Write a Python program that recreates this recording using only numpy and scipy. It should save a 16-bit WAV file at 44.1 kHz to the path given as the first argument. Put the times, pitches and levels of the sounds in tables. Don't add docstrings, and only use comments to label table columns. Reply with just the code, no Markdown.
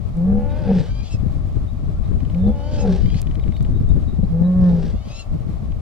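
import sys
import numpy as np
from scipy import signal
from scipy.fft import rfft, irfft
from scipy.io import wavfile

SR = 44100
rng = np.random.default_rng(int(sys.argv[2]) if len(sys.argv) > 2 else 0)


def dump_mix(stems):
    frames = np.atleast_2d(stems).T
    limited = np.clip(frames, -1, 1)
    pcm = np.round(limited * 32767).astype(np.int16)
    wavfile.write(sys.argv[1], SR, pcm)


N = 256200
T = np.arange(N) / SR


def lioness(calm_jitter=0.001, rasp_jitter=0.035, calm_flutter=0.1, rasp_flutter=0.39):
    # time in seconds, frequency in Hz.
    pitch_arches = [
        [(.14, 166.7), (.22, 172.6), (.27, 188.6), (.35, 204.5), (.48, 211.5), (.61, 224.3), (.72, 191.2),
         (.77, 177.7), (.87, 163)],
        [(2.31, 165.6), (2.38, 176), (2.5, 212.1), (2.6, 208.2), (2.72, 223), (2.85, 204.9), (2.9, 181.2),
         (3.0, 176.6)],
        [(4.3, 163.2), (4.38, 167.2), (4.48, 180.9), (4.59, 184), (4.71, 175.2), (4.9, 161.6)],
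    ]
    low_gate, low_db, low_press_db = moans()
    high_gate, high_db, high_press_db, linger_db, ratio = high_cries()
    air_gate, growl_db, hiss_db, mouth_db = rasps()
    strain = air_gate * amp(growl_db - growl_db.max()) ** 2
    jitter = calm_jitter + rasp_jitter * strain
    low_hz = np.interp(T, *np.vstack(pitch_arches).T)
    low_phase = phase_of(low_hz * (1 + jitter * wander(N, 90)))
    high_hz = ratio * low_hz
    high_phase = phase_of(high_hz * (1 + 2 * jitter * wander(N, 100)))
    high = high_gate * amp(high_db - 1)
    low = np.maximum(low_gate * amp(low_db), high * amp(linger_db))
    # frequency in Hz, gain in dB.
    throat = [(180, 1.5), (220, -0.5), (290, -29), (380, -31), (490, -16), (560, -24), (720, -37),
              (860, -31.5), (970, -58), (1090, -36), (1400, -58.5), (1780, -45), (2100, -71), (4000, -66)]
    # frequency in Hz, gain in dB.
    open_throat = [(200, 5.5), (290, -8), (410, -4.5), (580, -3), (870, -8), (1000, -24.5), (1180, -36),
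                   (1480, -20), (1750, -31), (2050, -29.5), (2500, -32), (3600, -40.5)]
    voice = low * harmonics(low_hz, low_phase, throat, low_press_db, count=14)
    voice += high * harmonics(high_hz, high_phase, open_throat, high_press_db, count=12)
    voice += np.sqrt(low * high) * sum_tones(low_phase, high_phase)
    voice *= np.sqrt(2) * (1 + (calm_flutter + rasp_flutter * strain) * wander(N, 31))
    roar = voice + breath(low, low_phase, air_gate, growl_db, hiss_db, mouth_db)
    return place(roar, left_db=0.5, lead_ms=0.021) + amp(-16) * scatter(roar, t60=0.35)


def harmonics(hz, phase, response, press_db, count):
    return sum(shape(response, k * hz) * amp(press_db * min((k - 1) / 5, 1)) * np.cos(k * phase)
               for k in range(1, count + 1))


def sum_tones(low_phase, high_phase):
    # multiple of the low tone, multiple of the high, relative level in dB.
    combinations = [(1, 1, 0), (1, 2, -11.5), (2, 1, -21), (1, 5, -44)]
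    return sum(amp(db) * np.cos(k * low_phase + m * high_phase) for k, m, db in combinations)


def breath(low, low_phase, gate, growl_db, hiss_db, mouth_db, leak_db=-26, snaps_per_s=900):
    # frequency in Hz, gain in dB.
    growl_spectrum = [(130, -39.5), (230, 10.5), (310, -8), (430, 8), (540, 7), (660, -9), (820, -0.5),
                      (990, -16.5), (1230, -22), (1400, -13), (1610, -20), (2050, -39.5), (2550, -33.5),
                      (3300, -55.5)]
    hiss_spectrum = [(700, -21.5), (1250, -10), (1620, 9), (2000, 2.5), (2550, 1.5), (3400, 4), (4900, 1.5),
                     (5900, -2), (6700, -10.5), (8300, -10.5), (10000, -34), (15000, -40.5)]
    mouth_spectrum = [(1100, -31), (1420, -9), (1570, -1), (1800, -8), (2200, -12.5), (2520, -3),
                      (2800, -12), (3490, -8.5), (3800, -17), (4890, -11.5), (6000, -38)]
    puffs = (1 + 0.061 * np.cos(low_phase)) * amp(2.5 * wander(N, 89))
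    leak = amp(leak_db) * low
    growl = (gate * amp(growl_db) + leak) * colour(puffs * rng.standard_normal(N), growl_spectrum)
    rattle = rng.standard_normal(N) * (rng.random(N) < snaps_per_s / SR)
    grainy_air = rng.standard_normal(N) + 0.65 * unit(rattle)
    hiss = gate * amp(hiss_db) * colour(puffs * grainy_air, hiss_spectrum)
    ring = gate * amp(mouth_db) * colour(puffs * rng.standard_normal(N), mouth_spectrum)
    return growl + hiss + ring


def moans(attack_s=0.04, sag_share=0.49):
    # start, peak and end in seconds, relative level in dB, pressing in dB.
    moan_rows = [(0.134, 0.32, 0.47, -15, 0), (0.646, 0.726, 0.84, -14.5, -3),
                 (2.318, 2.489, 2.527, -15, -2), (2.809, 2.891, 3.0, -17, 2.5),
                 (4.299, 4.679, 4.926, -13.8, 4)]
    return play([[(start, db - 23, press_db - 4.5),
                  (start + attack_s, db - 6.5, press_db - 4.5),
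                  (peak, db, press_db),
                  (peak + sag_share * (end - peak), db - 7, press_db - 15.5),
                  (end, db - 24, press_db - 15.5)]
                 for start, peak, end, db, press_db in moan_rows])


def high_cries(attack_s=0.13, slump_s=0.05, high_ratio=1.365, slump_ratio=1.13):
    # start, peak and end in seconds, relative level in dB, pressing in dB,
    # lingering low tone in dB relative to the high one.
    cry_rows = [(0.263, 0.721, 0.72, -34, 2.5, -12.5), (2.428, 2.86, 3.01, -32.5, -2, -16),
                (4.702, 4.803, 4.91, -49, -9, -12)]
    return play([[(start, db - 22, press_db, linger_db, high_ratio),
                  (start + attack_s, db - 2.5, press_db, linger_db, high_ratio),
                  (peak, db, press_db, linger_db, high_ratio),
                  (peak + slump_s, db - 11.5, press_db, linger_db, slump_ratio),
                  (end, db - 11.5, press_db, linger_db, slump_ratio)]
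                 for start, peak, end, db, press_db, linger_db in cry_rows])


def rasps(hiss_lag_s=0.079):
    # start, peak and end in seconds, then growl level, hiss level,
    # swell of the hiss and level of the mouth's ring, all in dB.
    rasp_rows = [(0.488, 0.721, 0.91, -31, -43, 29, -47), (2.668, 2.854, 3.047, -32, -43.5, 15, -56.5),
                 (4.603, 4.785, 4.93, -38.5, -47, 9, -68)]
    return play([[(start, growl_db - 19.5, hiss_db - swell_db, mouth_db - 10.5),
                  (peak, growl_db, hiss_db - 7.5, mouth_db),
                  (peak + hiss_lag_s, growl_db - 2, hiss_db, mouth_db - 2),
                  (end, growl_db - 16, hiss_db - 11, mouth_db - 19.5)]
                 for start, peak, end, growl_db, hiss_db, swell_db, mouth_db in rasp_rows])


def squealing_bird(calm_jitter=0.0032, rough_jitter=0.043, flicker_db=3, flicker_hz=14):
    # start and end in seconds, first and last pitch in Hz,
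    # first and last relative level in dB.
    whine_rows = [(0.853, 1.096, 747.5, 841, -53.5, -48), (2.548, 2.774, 734, 788, -60, -47),
                  (3.01, 3.203, 747, 857, -54.5, -44), (4.91, 5.095, 649, 805, -60.5, -56)]
    # start, peak and end in seconds, top pitch in Hz, relative level in dB.
    squeal_rows = [(1.096, 1.13, 1.165, 1342, -40.5), (2.775, 2.812, 2.85, 1334, -39.5),
                   (5.082, 5.203, 5.24, 1390, -39.5)]
    # frequency in Hz, gain in dB.
    beak = [(700, -25), (1500, -13.5), (2300, -3), (2900, 1), (3300, 3.5), (3900, -3.5), (4650, 3.5),
            (5500, -7.5), (6700, -4.5), (7500, -17.5), (8400, -13.5), (10000, -43), (13000, -68.5)]
    calls = [whine(*row) for row in whine_rows] + [squeal(*row) for row in squeal_rows]
    gate, hz, level_db, rough, tilt_db_per_octave = play(sorted(calls))
    phase = phase_of(hz * (1 + (calm_jitter + rough_jitter * rough ** 2) * wander(N, 357)))
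    gains = [shape(beak, k * hz) * amp(tilt_db_per_octave * np.log2(k))
             * amp(flicker_db * wander(N, flicker_hz)) for k in range(1, 12)]
    reed = sum(gain * np.cos(k * phase) for k, gain in enumerate(gains, 1))
    reed /= np.sqrt(sum(gain ** 2 for gain in gains) / 2)
    air = colour(rng.standard_normal(N), beak)
    envelope = gate * amp(level_db + wander(N, 70))
    call = envelope * (np.sqrt(1 - rough ** 2) * reed + rough * air)
    return place(call, left_db=4.5, lead_ms=0.062) + amp(-7) * scatter(call, t60=0.075)


def whine(start, end, start_hz, end_hz, start_db, end_db, clear_share=0.67):
    first, last = np.array([start, start_hz, start_db]), np.array([end, end_hz, end_db])
    turn = first + clear_share * (last - first)
    clear, harsh = (0.41, -4.5), (0.85, 1)  # roughness, tilt in dB per octave
    return [(*first, *clear), (*turn, *clear), (*(turn + last) / 2, *harsh), (*last, *harsh)]


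def squeal(start, peak, end, top_hz, db, rise_hz_per_s=1300, drop_hz_per_s=2600):
    return [(start, top_hz - rise_hz_per_s * (peak - start), db - 10.5, 0.61, -4),
            (peak, top_hz, db, 0.38, 3),
            (end, top_hz - drop_hz_per_s * (end - peak), db - 16, 0.38, -4)]


def small_bird(waver=0.021):
    # start and length in seconds, first and last pitch in Hz, relative level in dB.
    pips = [(0.485, 0.06, 3800, 3800, -58), (1.666, 0.052, 3620, 3860, -60), (1.93, .08, 1362, 1367, -60.5),
            (2.027, 0.044, 3850, 3820, -61), (2.334, 0.26, 3712, 3410, -60.5),
            (2.456, 0.042, 3730, 4650, -60), (3.4, 0.043, 3790, 3620, -59),
            (3.519, 0.077, 3570, 3900, -54.5), (3.558, 0.034, 3840, 5120, -57),
            (3.73, 0.069, 3700, 3860, -61), (3.875, 0.05, 3720, 3780, -57),
            (4.063, 0.06, 3740, 3830, -56.5), (4.23, 0.035, 3643, 4723, -62.5),
            (4.424, 0.067, 3933, 3810, -58)]
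    song = np.zeros(N)
    for start, length, start_hz, end_hz, db in pips:
        hz = np.linspace(start_hz, end_hz, int(length * SR))
        hz *= 1 + waver * wander(len(hz), 150)
        add(song, start, amp(db) * np.sqrt(2) * np.hanning(len(hz)) * np.sin(phase_of(hz)))
    return place(song, left_db=7) + amp(-3.5) * scatter(song, t60=0.51)


def mount_creaks(slip_s=0.001273, spread_db=1):
    # frequency in Hz, relative level in dB, 60 dB decay time in seconds.
    mount_modes = [(2160, -12, 0.0051), (2404, 5, 0.0059), (3000, -0.5, 0.0097), (3440, 3, 0.0029),
                   (4770, -16, .003)]
    # first tick, last tick and approximate spacing in seconds,
    # first and last relative level in dB.
    creak_rows = [(2.204, 2.347, .0477, -38, -37), (2.937, 2.978, .041, -41, -45),
                  (3.06, 3.649, .0421, -33, -37.5), (5.721, 5.721, .042, -40, -40)]
    t, ticks = T[:2000], np.zeros(N)
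    body = sum(amp(db - 60 * t / t60) * np.sin(2 * np.pi * hz * t) for hz, db, t60 in mount_modes)
    for first, last, spacing, first_db, last_db in creak_rows:
        count = round((last - first) / spacing) + 1
        levels_db = np.linspace(first_db, last_db, count) + spread_db * rng.standard_normal(count)
        for when, db in zip(np.linspace(first, last, count), levels_db):
            scrape = rng.standard_normal(len(t)) * (t / slip_s) * np.exp(-t / slip_s)
            ring = signal.fftconvolve(scrape, body)
            add(ticks, when - slip_s, with_peak(ring, db - 0.5))
    return place(ticks, left_db=2.5, lead_ms=0.058)


def mount_clicks(hz=7500, t60=0.00043):
    # time in seconds, relative peak level in dB.
    click_rows = [(0.1712, -38.5), (1.3478, -43), (1.4735, -42), (1.735, -41), (3.2174, -16.5),
                  (3.3476, -40), (3.5693, -38), (3.628, -30.5), (3.8908, -34.5)]
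    t, clicks = T[:2000], np.zeros(N)
    snap = np.diff(amp(-60 * t / t60) * np.sin(2 * np.pi * hz * t))
    for when, db in click_rows:
        add(clicks, when, with_peak(snap, db + 1))
    return place(clicks, left_db=1, lead_ms=0.025)


def wind(gain_db=4.5, left_db=7, surge_db=2.5, lump_db=1.2, eddy_db=5, buffet_s=0.008):
    # time in seconds, relative level in dB.
    gusts = [(0, -31.5), (.26, -32.5), (.34, -19.5), (.72, -32), (1.4, -25.5), (2.03, -27), (2.3, -19),
             (2.62, -27), (2.84, -25), (3.42, -27.5), (3.62, -22.5), (3.97, -20.5), (4.1, -27),
             (4.95, -27.5), (5.05, -35.5), (5.26, -37.5), (5.32, -25), (5.81, -32)]
    # frequency in Hz, gain in dB.
    flow_spectrum = [(10, -1.5), (22, -3), (48, 3), (100, -1), (160, -8.5), (230, -15), (320, -24),
                     (480, -31.5), (750, -70.5), (1500, -53.5), (4000, -84)]
    # time in seconds, relative peak level in dB.
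    buffets = [(0.798, -8), (1.143, -11), (1.363, -10.5), (2.159, -30), (3.154, -9), (3.608, -6.5),
               (3.689, -7), (3.81, -24), (3.9, -11), (3.959, -8), (4.186, -7), (4.231, -4), (4.411, -4.5),
               (4.719, -13.5), (4.94, -10.5), (5.347, -9), (5.492, -24)]
    # frequency in Hz, gain in dB.
    swirl_spectrum = [(30, -2), (80, 5.5), (170, 4), (300, -14.5), (600, -24), (2000, -71)]
    strength = amp(np.interp(T, *np.transpose(gusts)) + gain_db + surge_db * wander(N, 8))
    age = T[:4000] / buffet_s
    ports = []
    for side in (1, -1):
        flow = colour(rng.standard_normal(N), flow_spectrum)
        slow = signal.sosfiltfilt(signal.butter(2, 130, fs=SR, output="sos"), flow)
        lumps = slow * amp(lump_db * wander(N, 11.7))
        eddies = (flow - slow) * amp(eddy_db * wander(N, 33))
        port = strength * (lumps + eddies)
        swirl = colour(rng.standard_normal(N), swirl_spectrum)
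        for k, (when, db) in enumerate(buffets):
            push = swirl[k * len(age):][:len(age)] * age * np.exp(-age)
            add(port, when - buffet_s / 2, with_peak(push, db - 2))
        ports.append(port * amp(side * left_db / 2))
    return np.array(ports)


def plain(level_db=-45.5, shared=0.23):
    # frequency in Hz, gain in dB.
    air_spectrum = [(100, -21.5), (300, 2.5), (450, -1.5), (610, 10.5), (690, 5.5), (800, 3.5), (950, -5),
                    (1120, 1.5), (1550, -13), (2200, -11.5), (2800, -16), (3800, -16), (6000, -22.5),
                    (10500, -28.5), (15500, -35.5)]
    noise = rng.standard_normal((3, N))
    return amp(level_db + 0.97 * wander(N, 16)) * colour(noise[:2] + shared * noise[2], air_spectrum)


def scatter(x, t60):
    t = T[:SR // 2]
    taps = rng.standard_normal((2, len(t))) * (rng.random((2, len(t))) < 0.05)
    taps *= amp(-60 * t / t60) * (t > 0.004)
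    return signal.fftconvolve(x[None], taps / np.linalg.norm(taps[0]), axes=1)[:, :N]


def place(x, left_db, lead_ms=0.):
    advance = np.exp(2j * np.pi * np.fft.rfftfreq(N, 1 / SR) * lead_ms / 1000)
    early = irfft(rfft(x) * advance, N)
    return np.array([x * amp(left_db / 2), early * amp(-left_db / 2)])


def amp(db):
    return 10 ** (np.asarray(db) / 20)


def unit(x):
    return x / np.sqrt(np.mean(x ** 2) + 1e-20)


def with_peak(x, db):
    return amp(db) * x / abs(x).max()


def phase_of(hz):
    return 2 * np.pi * np.cumsum(hz) / SR


def shape(points, hz):
    f, db = np.transpose(points)
    return amp(np.interp(np.log(hz + 1), np.log(f), db))


def colour(x, points):
    n = x.shape[-1]
    return unit(irfft(rfft(x) * shape(points, np.fft.rfftfreq(n, 1 / SR)), n))


def wander(n, rate_hz):
    f = np.fft.rfftfreq(N, 1 / SR)
    return unit(irfft(rfft(rng.standard_normal(N)) * np.exp(-(f / rate_hz) ** 2), N))[:n]


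def play(calls, ramp_s=0.0041):
    gate = sum(np.clip(np.minimum(T - call[0][0], call[-1][0] - T) / ramp_s, 0, 1) for call in calls)
    times, *columns = np.vstack(calls).T
    return [gate] + [np.interp(T, times, column) for column in columns]


def add(mix, start_s, sound):
    part = mix[..., max(round(start_s * SR), 0):][..., :sound.shape[-1]]
    part += sound[..., :part.shape[-1]]


def scene():
    return (lioness() + squealing_bird() + small_bird()
            + mount_creaks() + mount_clicks() + wind() + plain())


def record(dry):
    edge_hz = 15800
    return signal.oaconvolve(dry, signal.firwin(511, edge_hz, window=("kaiser", 9), fs=SR)[None], "same")


dry = scene()
out = record(dry)
dump_mix(out)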